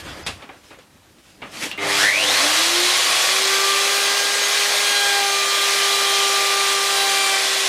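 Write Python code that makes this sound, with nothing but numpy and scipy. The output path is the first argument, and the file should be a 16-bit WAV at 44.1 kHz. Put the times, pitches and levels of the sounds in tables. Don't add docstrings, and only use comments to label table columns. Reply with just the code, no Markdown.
import sys
import numpy as np
from scipy import signal
from scipy.fft import rfft, irfft
from scipy.io import wavfile
from scipy.ndimage import uniform_filter1d

SR = 44100
rng = np.random.default_rng(int(sys.argv[2]) if len(sys.argv) > 2 else 0)


def elevation(decibels):
    levels = np.asarray(decibels, float)
    return 10 ** (levels / 20)


def waveform_to_disk(signal):
    frames = np.transpose(np.atleast_2d(signal))
    scaled = np.clip(frames, -1, 1) * 32767
    samples = np.round(scaled).astype(np.int16)
    wavfile.write(sys.argv[1], SR, samples)


N = 338688


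def evened(x):
    return x / np.sqrt(np.mean(x ** 2) + 1e-20)


def read(points, hz):
    f, value = np.transpose(points)
    return np.interp(np.log(hz + 1), np.log(f + 1), value, left=-90, right=-90)


def curves(rows):
    s, *columns = np.transpose(rows)
    return [np.interp(np.arange(N) / SR, s, c) for c in columns]


def drift(rate_hz):
    t = np.arange(0, N + 256, 256) / SR
    rates = rate_hz * np.geomspace(.08, 1, 16)
    slow = sum(np.sin(2 * np.pi * (f * t + rng.random())) / np.sqrt(f) for f in rates)
    return np.interp(np.arange(N) / SR, t, evened(slow))


def bumps(rows):
    t = np.arange(0, N + 64, 64) / SR
    arches = sum(height * np.cos(np.pi / 2 * np.clip((t - s) / half, -1, 1)) ** 2 for s, half, height in rows)
    return np.interp(np.arange(N) / SR, t, arches + 0 * t)


def noise(spectrum, patchy_db, peaks=()):
    hz = np.fft.rfftfreq(1024, 1 / SR)
    a, b, patches = rng.standard_normal((N // 256 + 5, 513, 3)).T
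    patches = evened(uniform_filter1d(uniform_filter1d(patches, 8, 0), 10, 1))
    db = read(spectrum, hz) + sum(d / (1 + (2 * (hz - f) / w) ** 2) for f, w, d in peaks)
    z = (a + 1j * b) * elevation(db[:, None] + patchy_db * patches)
    return evened(signal.istft(z, nperseg=1024, noverlap=768)[1][:N])


def resonate(x, hz, width):
    turn = np.exp(2j * np.pi * np.cumsum(hz * np.ones(len(x))) / SR)
    r = np.exp(-np.pi * width / SR)
    return 2 * (turn * signal.lfilter([(1 - r) ** 2], [1, -2 * r, r * r], x / turn)).real


def rings(modes, t, shorter):
    return sum(elevation(db - 60 * t / (shorter * min(t60, .3))) * np.sin(2 * np.pi * hz * t) for hz, db, t60 in modes)


def add(mix, s, sound):
    part = mix[round(s * SR):][:len(sound)]
    part += sound[:len(part)]


def shop(x):
    taps, t = np.zeros(SR // 2), np.arange(SR // 2) / SR
    at = np.arange(300, SR // 2 - 20, 20)
    taps[at + rng.integers(0, 20, len(at))] = rng.choice([-1., 1.], len(at))
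    tail = signal.lfilter([.6], [1, -.4], taps * elevation(-60 * t / 0.25))
    return signal.fftconvolve(x, tail / np.linalg.norm(tail))[:N]


# f/Hz, level per Hz/dB
SHOP_AIR = [(60, -24), (100, -6), (150, 0), (220, -1), (400, -5), (800, -40)]


def hush():
    microphone = elevation(-61.5) * noise([(3000, -1), (9000, -2), (16200, -9)], .8)
    return microphone + elevation(-59.5) * noise(SHOP_AIR, 2.9)


EXTRACTOR_S, EXTRACTOR_DB = 3.05, -43
EXTRACTOR_HZ, SLACK_HZ, RUN_UP_S = 610, 200, 0.45


def extractor():
    t = np.maximum(np.arange(N) / SR - EXTRACTOR_S, 0)
    hz = EXTRACTOR_HZ - SLACK_HZ * np.exp(-t / RUN_UP_S) + 2 * drift(5)
    level = elevation(EXTRACTOR_DB - 1.5 * t + 3.5 * drift(6)) * np.minimum(t / .1, 1)
    return level * np.sqrt(2) * np.cos(2 * np.pi * np.cumsum(hz) / SR)


# f/Hz, t/s, half length/s, level/dB
HELD = [(300, 2.24, 0.13, -45), (514, 2.25, 0.19, -37), (600, 1.88, 0.15, -39), (1170, 1.96, 0.16, -36),
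        (1180, 2.6, 0.05, -29), (650, 2.2, 0.06, -32), (100, 2.3, 0.45, -53), (100.1, 2.9, 0.8, -55.5),
        (1090, 2.4, 0.09, -30), (1180, 2.4, 0.05, -32), (780, 2.5, 0.06, -32), (830, 1.9, 0.05, -34),
        (900, 1.93, 0.06, -35)]


def held():
    t, out = np.arange(N) / SR, 0
    for hz, s, half, db in HELD:
        tone = np.sqrt(2) * np.cos(2 * np.pi * (hz * t + rng.random()))
        out += elevation(db) * bumps([(s, half, 1)]) * tone
    return out


# f/Hz, level per Hz/dB
SCRAPE = [(76, -37), (130, -9), (290, 1), (426, -8), (533, -0.5), (587, -3.5), (1690, -7), (1980, -8.5),
          (3370, -13.5), (6000, -33), (7800, -51), (13200, -120)]
# f/Hz, level per Hz/dB
RUSTLE = [(900, -26), (1700, 0), (2700, 1), (4000, 0), (6000, -3), (10200, -8.5), (14300, -19),
          (15600, -32)]
# t/s, half length/s, scrape/dB, rustle/dB, bench rumble/dB
STROKES = [(0.0, 0.033, -39, -37.5, -49), (0.06, 0.03, -48, -45, -52), (0.104, 0.13, -36, -43, -43),
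           (0.235, 0.091, -41.5, -46.5, -48), (0.312, 0.087, -58, -46, -42.5), (0.43, 0.12, -44, -56, -64),
           (0.56, 0.07, -50, -62, -64), (0.675, 0.15, -56, -53.5, -62), (1.08, 0.1, -60, -68, -62),
           (1.31, 0.05, -60, -57, -64), (0.974, 0.12, -61, -67, -59), (1.288, 0.16, -60, -56, -63),
           (1.47, 0.084, -43, -53, -66), (1.55, 0.052, -38.5, -36.5, -61), (1.646, 0.058, -30, -25.5, -62),
           (1.77, 0.12, -42, -51, -55)]
# scrape/dB, rustle/dB, rumble/dB
REST = [-57, -62, -65]
STROKE_FALL_DB, STROKE_ROUND = 12.5, 1.47


def hands():
    end = round(2.2 * SR)
    t = np.arange(end) / SR
    strokes = [elevation(-STROKE_FALL_DB * abs((t - s) / half) ** STROKE_ROUND) for s, half, *_ in STROKES]
    strokes = np.pad(strokes, [(0, 0), (0, N - end)])
    peaks = elevation(np.array(STROKES)[:, 2:].T)
    power = elevation(np.array(REST))[:, None] ** 2 + peaks ** 2 @ np.square(strokes)
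    scrape, rustle, weight = np.sqrt(power)
    grain = elevation(1.2 * drift(70))
    rumble = sum(share * evened(resonate(rng.standard_normal(N), hz, width))
                 for share, hz, width in [(1, 83, 42), (0.21, 45, 30), (0.43, 150, 50)])
    rub = scrape * noise(SCRAPE, 1.6) + rustle * noise(RUSTLE, 1.5)
    return (rub * grain + weight * rumble) * np.clip((2.1 - np.arange(N) / SR) / 0.18, 0, 1)


# t/s, level/dB, f/Hz, t60/s
PINGS = [
    (0.265, -23, 3300, 0.03),
    (0.269, -22, 3700, 0.03),
    (0.277, -23, 2600, 0.05),
    (0.287, -27, 2800, 0.04),
    (0.42, -38, 3500, 0.04),
    (0.493, -39, 770, 0.12),
    (0.709, -39, 300, 0.098),
    (0.786, -40, 500, 0.08),
    (0.786, -49, 6900, 0.05),
    (1.716, -30, 2780, 0.3),
]
# t/s, half length/s, f/Hz, level/dB
SQUEAKS = [
    (0.1, 0.073, 3400, -42),
    (0.12, 0.13, 1830, -47),
    (0.12, 0.12, 4800, -49),
    (0.675, 0.04, 5300, -58),
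    (1.561, 0.035, 2500, -41),
    (1.635, 0.04, 2300, -33),
]


def small_parts():
    out, t = np.zeros(N), np.arange(SR // 4) / SR
    for s, db, hz, t60 in PINGS:
        add(out, s, elevation(db - 60 * t / t60) * (1 - np.exp(-t / .001)) * np.sin(2 * np.pi * hz * t))
    for s, half, hz, db in SQUEAKS:
        arch = np.hanning(round(2 * half * SR))
        squeak = evened(resonate(rng.standard_normal(SR // 2), hz, 600))[:len(arch)]
        add(out, max(s - half, 0), elevation(db) * arch * squeak)
    return out


# t/s, level/dB
TICKS = [
    (0.2648, -13),
    (0.2745, -19),
    (0.491, -33),
    (0.786, -44),
    (1.4195, -36),
    (1.7142, -21),
]


def ticks():
    out, u = np.zeros(N), np.arange(40) / SR / .00005
    for s, db in TICKS:
        add(out, s, elevation(db) * (1 - u) * np.exp(-u))
    return np.convolve(out, [.3, .55, .3], "same")


# t/s, peak level/dB, brightness/dB per octave, contact length/s, t60/s
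KNOCKS = [
    (0.264, -13, 0.5, 0.0035, 0.18),
    (0.421, -29.5, -5, 0.003, 0.12),
    (0.427, -31, -13, 0.003, 0.15),
    (0.491, -28.5, -23, 0.0015, 0.17),
    (0.706, -30.5, -14, 0.009, 0.24),
    (0.785, -38.5, -4, 0.003, 0.2),
    (1.184, -43, -2, 0.002, 0.07),
    (1.419, -22.5, -15, 0.0025, 0.22),
]
# f/Hz, level/dB, t60/s
WOOD = [(283, -17, 0.2), (624, -11, 0.65), (2440, 12, 0.16), (2740, -4, 0.11), (3070, 0, 0.19),
        (3780, 13, 0.11), (4400, -11, 0.26), (6352, -13, 0.15), (7698, -14, 0.13), (8699, -12, 0.1)]
# f/Hz, level per Hz/dB
BLOW = [(24, -35), (40, -9), (179, -3.5), (310, 1.5), (976, 1), (1610, -2), (2580, 0), (4700, -3),
        (5890, -10.5), (10500, -14.5), (15600, -45)]
KNEE_HZ = 2300


def knocks():
    out, t, hz = np.zeros(N), np.arange(SR // 2) / SR, np.fft.rfftfreq(SR // 2, 1 / SR)
    for s, db, tilt_db, contact, t60 in KNOCKS:
        colour = elevation(read(BLOW, hz) + tilt_db * np.log2(np.maximum(hz, KNEE_HZ) / KNEE_HZ))
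        crack = evened(irfft(rfft(rng.standard_normal(len(t))) * colour, len(t)))
        body = crack * (1 - np.exp(-t / max(contact, 1e-4))) * elevation(-60 * t / t60)
        snap = crack * (1 - np.exp(-t / .0008)) * elevation(-60 * t / 0.016)
        add(out, s, elevation(db - 6.5) * (body + 0.62 * snap + 0.073 * rings(WOOD, t, 0.22)))
    return out


# t/s, level/dB, f/Hz
SWITCH = [
    (1.714, -13, 2780),
    (1.727, -27, 2730),
    (1.777, -19, 2100),
    (1.7805, -28, 2280),
]


def switch():
    out, t = np.zeros(N), np.arange(SR // 4) / SR
    for s, db, hz in SWITCH:
        tick, tail = rng.standard_normal((2, len(t)))
        ring = np.sin(2 * np.pi * hz * t) * (1 - np.exp(-t / 0.00066)) * elevation(-60 * t / 0.012)
        rough = evened(resonate(tail, hz, 2300)) * elevation(-15 - 60 * t / 0.12)
        add(out, s, elevation(db) * (ring + rough + 0.14 * tick * elevation(-60 * t / 0.0088)))
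    return out


# t/s, speed/turns per s
SPEED = [(1.78, 15), (2.0, 95), (2.19, 160), (2.33, 252), (2.5, 306), (2.7, 344), (3.0, 370.7),
         (3.5, 390.5), (3.9, 398.7), (4.3, 403.7), (4.85, 407.4), (5.05, 404.3), (5.33, 397.4),
         (5.75, 398.6), (6.3, 396.6), (7.0, 395.8), (7.38, 390), (7.68, 389.2)]
INERTIA_S = .09


def shaft_speed():
    return uniform_filter1d(curves(SPEED)[0], size=round(INERTIA_S * SR))


# t/s, buzz level/dB
CURRENT = [(1.775, -60), (1.782, -28), (1.88, -25), (2.06, -29), (2.1, -43), (2.3, -34), (2.43, -42.5),
           (3.3, -45), (4.0, -52.5), (7.68, -47)]
# f/Hz, level/dB
BUZZ = [(100, -6), (200, -29), (300, 3.5), (400, 6), (500, -9), (600, -3), (900, -3), (1100, -15),
        (1200, 2.5), (1600, -15), (2150, 6), (2600, -5.5), (4000, -7)]
# f/Hz, level/dB
WHINE = [(500, -47), (800, -32), (1350, -33), (1600, -23), (1850, -16), (2150, -16.5), (2450, -22),
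         (3300, -22.5), (3800, -24.5), (4300, -30), (4700, -45)]
MAINS_HZ, SLOTS = 100, 16
OVERTONE_DB = -10.5


def windings(turns, mains):
    (buzz_db,), slot_hz = curves(CURRENT), SLOTS * shaft_speed()
    buzz = 0
    for k in range(1, 40):
        level = elevation(read(BUZZ, k * MAINS_HZ) + min(0.28 * k, 3.5) * drift(25.17))
        buzz += level * np.cos(k * mains + 4.4 * rng.random())
    throb = (1 + .9 * np.cos(mains) + .4 * np.cos(2 * mains)) * elevation(1.5 * drift(80))
    shudder = resonate(rng.standard_normal(N), 159, 73)
    growl = resonate(rng.standard_normal(N) * throb ** 2, 2120, 500)
    on = mains > 2 * np.pi * MAINS_HZ * SPEED[0][0]
    hum = on * elevation(buzz_db) * (evened(buzz) + elevation(-18.5) * evened(shudder) + elevation(-7) * evened(growl))

    slot = 2 * np.pi * (SLOTS * turns + 0.12 * drift(260))
    fuzz = evened(resonate(rng.standard_normal(N), slot_hz, 450))
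    whine = throb * np.cos(slot) + .42 * fuzz
    whine += .35 * shop(whine)
    twice_db = OVERTONE_DB + read(WHINE, 2 * slot_hz) + 6 * np.log2(slot_hz / 1120)
    overtone = elevation(twice_db) * throb * np.cos(2 * slot)
    return hum + elevation(read(WHINE, slot_hz - 1)) * evened(whine) + overtone


# t/s, roar level/dB
AIR = [(1.78, -45), (1.82, -33), (1.9, -23.5), (2.02, -18.5), (2.12, -25.5), (2.33, -18), (3.24, -18.5),
       (4.3, -20.5), (4.6, -19.5), (4.8, -19.5), (4.98, -21), (5.3, -21.5), (5.72, -20), (7.3, -21),
       (7.68, -20)]
# f/Hz, level per Hz/dB
ROAR = [(530, -46), (900, -10.5), (1170, -4), (1270, -5), (1500, -4.5), (2040, -4), (2200, -3.5), (2360, 1),
        (2570, -1.5), (4080, 0.5), (9000, -11.5), (11700, -33), (19800, -120)]
# f/Hz, level per Hz/dB
RATTLE = [(24, -78), (40, -55), (86, -47), (177, -29), (336, -11.5), (396, -16.5), (451, -14), (626, -7),
          (800, -3), (912, -9), (1170, -9.5), (1490, -8), (2000, -3), (2600, -44), (4400, -120)]
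# f/Hz, level per Hz/dB
HISS = [(3240, -24), (5500, -4), (6580, -3.5), (7560, -7), (9730, -3), (11200, -8.5), (13000, -10.5),
        (14500, -14), (15700, -19), (16200, -30)]
# f/Hz, width/Hz, lift/dB
HOUSING = [(276, 18.4, 14), (507, 63, 10), (629, 28, 11), (1087, 56, 5), (2100, 72, 5.5), (3380, 120, 4.5),
           (3530, 170, -2.5)]
# t/s, half length/s, lift/dB
JOLTS = [
    (1.836, 0.11, 12.5),
    (2.294, 0.48, 4.5),
]
FULL_DB = -20
HISS_DB, HISS_STEEP = -29, 0.99
RATTLE_DB, RATTLE_STEEP = -30, 1


def motor_air(turns, mains):
    roar_db, = curves(AIR)
    rattle_db = RATTLE_DB + RATTLE_STEEP * (roar_db - FULL_DB) + bumps(JOLTS)
    hiss_db = HISS_DB + HISS_STEEP * (roar_db - FULL_DB)
    chop = 1 + 0.047 * np.cos(2 * np.pi * turns) + 0.03 * np.cos(4 * np.pi * turns) + 0.015 * np.cos(mains)
    chop *= elevation(.25 * drift(12))
    roar = elevation(roar_db) * noise(ROAR, 1.17, HOUSING)
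    rattle = elevation(rattle_db) * noise(RATTLE, 0.69, HOUSING)
    hiss = elevation(hiss_db) * noise(HISS, 1.8)
    return (roar + rattle + hiss) * chop * np.clip((np.arange(N) / SR - 1.775) / 0.011, 0, 1)


# multiple, level off resonance/dB, share of the bite
ORDER = [(1, -50, 0.0), (2, -49.5, 0.75), (3, -48.5, 0.003), (4, -48, 0.3), (5, -47, 0.097), (6, -54, 0.84),
         (8, -54, 0.94), (10, -53.5, 0.9)]
# f/Hz, width/Hz, lift/dB
STANDING = [(292, 34, 18), (352.7, 15, 20), (393, 24, 17), (794, 18, 2.5), (1076, 36, 8), (1130, 50, 11),
            (1185.9, 20, 22), (1566, 53, 1), (1613.4, 26, 13.5), (1929, 27, 15.5), (2022, 62, 8),
            (2375, 61, 7.5), (3173, 36, 5.5), (3970, 37, 7)]
# multiple, t/s, half length/s, change/dB
SWELLS = [(1, 3.12, 0.35, -10), (1, 7.38, 0.51, -5.5), (2, 5.2, 0.29, 7.5), (2, 5.59, 0.41, -13),
          (2, 7.05, 0.18, 5), (3, 4.9, 0.14, -3), (3, 6.86, 0.35, -2), (3, 7.6, 0.33, -22),
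          (4, 3.55, 0.1, 9), (3, 3.79, 0.17, -10.5), (2, 3.65, 0.25, -10), (4, 5.45, 0.17, -7),
          (4, 6.18, 0.48, -8), (4, 5.05, 0.25, 2.5), (6, 6.9, 0.27, -6), (6, 7.25, 0.22, 0.5),
          (8, 4.95, 0.2, 7.5), (8, 5.35, 0.11, -3), (8, 5.55, 0.13, 8), (8, 6.15, 0.22, 7.5),
          (8, 6.5, 0.2, -5), (10, 5.67, 0.3, -3), (10, 5.93, 0.15, 7), (10, 7.0, 0.093, 7.5),
          (10, 7.3, 0.22, -16), (1, 2.38, 0.25, -6), (3, 3.77, 0.17, 7.5), (3, 7.03, 0.18, -6),
          (3, 2.82, 0.15, -6), (4, 2.42, 0.2, -15), (5, 2.4, 0.2, -10), (1, 2.45, 0.06, 4),
          (1, 2.6, 0.05, 6), (3, 3.42, 0.07, -6), (2, 6, 0.1, -7), (4, 4.5, 0.09, -4), (4, 7.0, 0.15, 4),
          (8, 5.15, 0.13, 3), (8, 5.6, 0.35, -1), (10, 5.8, 0.17, -6), (6, 5.4, 0.28, 2.5),
          (2, 4.88, 0.092, -4), (5, 3.4, 0.15, -7), (10, 4.99, 0.042, 6), (9, 7.55, 0.16, 5.5),
          (2, 6.05, 0.2, 3.5), (9, 6.1, 0.33, 1), (9, 5.3, 0.44, -12), (37, 7.6, 0.5, -15),
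          (38, 7.6, 0.37, -10), (16, 4.56, 2, 18), (1, 5.5, 0.55, -1.5), (37, 4.6, 1.4, -1),
          (10, 4.95, 0.15, 6)]
# t/s, level/dB
BITE = [
    (0, -63),
    (4.75, -50.5),
    (4.87, -41.5),
    (5.2, -46),
    (5.32, -49.5),
    (6.85, -52.5),
    (6.95, -50),
    (7.35, -38.5),
    (7.47, -58),
]
# from/s, to/s
STAGES = [
    (4.84, 5.22),
    (5.6, 6.9),
    (6.92, 7.32),
]
# multiple of the shaft, level in each of the three stages/dB
EDGES = [(7, -44, -43, -35), (11, -42, -44, -45), (12, -46, -46, -35), (13, -50, -46, -41),
         (14, -52, -42, -49), (15, -50, -43, -44), (16, -60, -40, -42), (17, -56, -46, -50),
         (18, -54, -45, -38), (20, -39, -46, -41), (22, -42, -44, -36.5), (23, -56, -50, -46),
         (24, -41, -47, -38.5), (25, -56, -52, -49), (26, -49, -51, -42), (27, -56, -51, -57),
         (28, -55, -49, -48), (29, -55, -53, -55), (30, -49, -52, -47.5), (31, -54, -57, -54),
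         (32, -48, -50, -46.5), (33, -62, -55, -55), (34, -56, -55, -51), (35, -66, -58, -66),
         (36, -58, -54, -48)]
# multiple of the shaft, level/dB, start/s
FAN = [
    (9, -37.5, 4.4),
    (37, -52, 2.6),
    (38, -52, 6.15),
]
IDLE_DB, SLOT_DB = -62, -54
WOBBLE_DB, WOBBLE_FALL_DB = -46, 0.6


def shaft_tones(turns):
    t, tremble = np.arange(N) / SR, 0.0064 * drift(12)
    speed, (bite_db,) = shaft_speed(), curves(BITE)

    def tone(k):
        return np.sqrt(2) * np.cos(2 * np.pi * (k * (turns + tremble) + rng.random()))

    def swell(k):
        return bumps([row[1:] for row in SWELLS if row[0] == k])

    out = np.zeros(N)
    for k, db, share in ORDER:
        near = [row for row in STANDING if abs(np.log(row[0] / k / 350)) < .28]
        lift = 1 + sum(elevation(d) / (1 + (2 * (k * speed - f) / w) ** 2) for f, w, d in near)
        level_db = db + share * (bite_db - IDLE_DB) + swell(k) + 0.6 * drift(6)
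        out += elevation(level_db) * lift * tone(k)
    out += elevation(SLOT_DB + swell(SLOTS) - 1.5 + 4.5 * drift(30)) * tone(SLOTS)

    stage = np.array([np.clip(np.minimum(t - a, b - t) / 0.065 + .5, 0, 1) for a, b in STAGES])
    for k, *db in EDGES:
        out += elevation(np.array(db)) @ stage * elevation(-.5 + 2.3 * drift(16)) * tone(k)

    wobble = sum(elevation(WOBBLE_DB - WOBBLE_FALL_DB * (k - 11) + 3 * drift(6)) * tone(k) for k in range(11, 24))
    out += wobble * (speed / 400) ** 4 * (1 - stage.sum(0))
    for k, db, s in FAN:
        out += elevation(db + swell(k) + 1.0 * drift(2.8)) * tone(k) * np.clip((t - s) / .1, 0, 1)
    return out * np.clip((t - 2.05) / 0.13, 0, 1)


def scene():
    turns = np.cumsum(shaft_speed()) / SR
    mains = 2 * np.pi * MAINS_HZ * np.arange(N) / SR
    near = ticks() + small_parts() + knocks() + switch() + windings(turns, mains)
    low_cut = signal.butter(4, 75, "high", fs=SR, output="sos")
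    air = signal.sosfilt(low_cut, motor_air(turns, mains))
    mid = near + elevation(-15.0) * shop(near) + hush() + extractor() + held() + hands() + air + shaft_tones(turns)
    return np.array([mid, mid])


# f/Hz, level against their neighbours/dB
MASK = [(3000, -14), (5500, -9.5), (7500, -7), (9000, -6), (10500, -4.3), (11150, -4.5), (11300, -.5),
        (11450, -4), (13000, -2.6), (14300, -1.5), (15000, .5), (16500, 2.5)]
# t/s, rise/dB
SHORT = [(0, -1), (1.4, -1), (1.6, -2), (1.9, 1), (2.8, 2.5), (3.8, -.5), (5.5, -1), (5.8, 2), (7.68, 2)]
FILLS_PER_S, FILL_LOW_HZ, FILL_HIGH_HZ, FILL_WIDTH_HZ = 3.8, 4300, 11500, 1500


def thin_treble(x):
    hz, t, z = signal.stft(x, SR, nperseg=1024, noverlap=768)
    hz = hz[:, None]
    power = uniform_filter1d(uniform_filter1d(abs(z) ** 2, size=6, axis=1), size=3, axis=0)
    around = uniform_filter1d(uniform_filter1d(power, size=9, axis=1), size=31, axis=0)
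    short_db = np.interp(t, *np.transpose(SHORT)) * np.clip(hz / 5000 - 2, 0, 1)
    kept = power > around * elevation(read(MASK, hz) + short_db) ** 2
    z *= uniform_filter1d(1. * kept, size=2, axis=1)

    spots = rng.random((round(FILLS_PER_S * N / SR), 2))
    spots = spots * [N / SR, FILL_HIGH_HZ - FILL_LOW_HZ] + [0, FILL_LOW_HZ]
    filled = sum((abs(t - s) < .013) & (hz > low) & (hz < low + FILL_WIDTH_HZ) for s, low in spots) > 0
    fresh = np.sqrt(around) * np.exp(2j * np.pi * rng.random(z.shape))
    return signal.istft([z, filled * fresh], SR, nperseg=1024, noverlap=768)[1][:, :N]


def band_limit(x):
    return signal.sosfilt(signal.butter(12, 15730, fs=SR, output="sos"), x)


def record(dry):
    mid, side = thin_treble(dry[0])
    return band_limit(np.array([mid + side, mid - side]))


dry = scene()
out = record(dry)
waveform_to_disk(out)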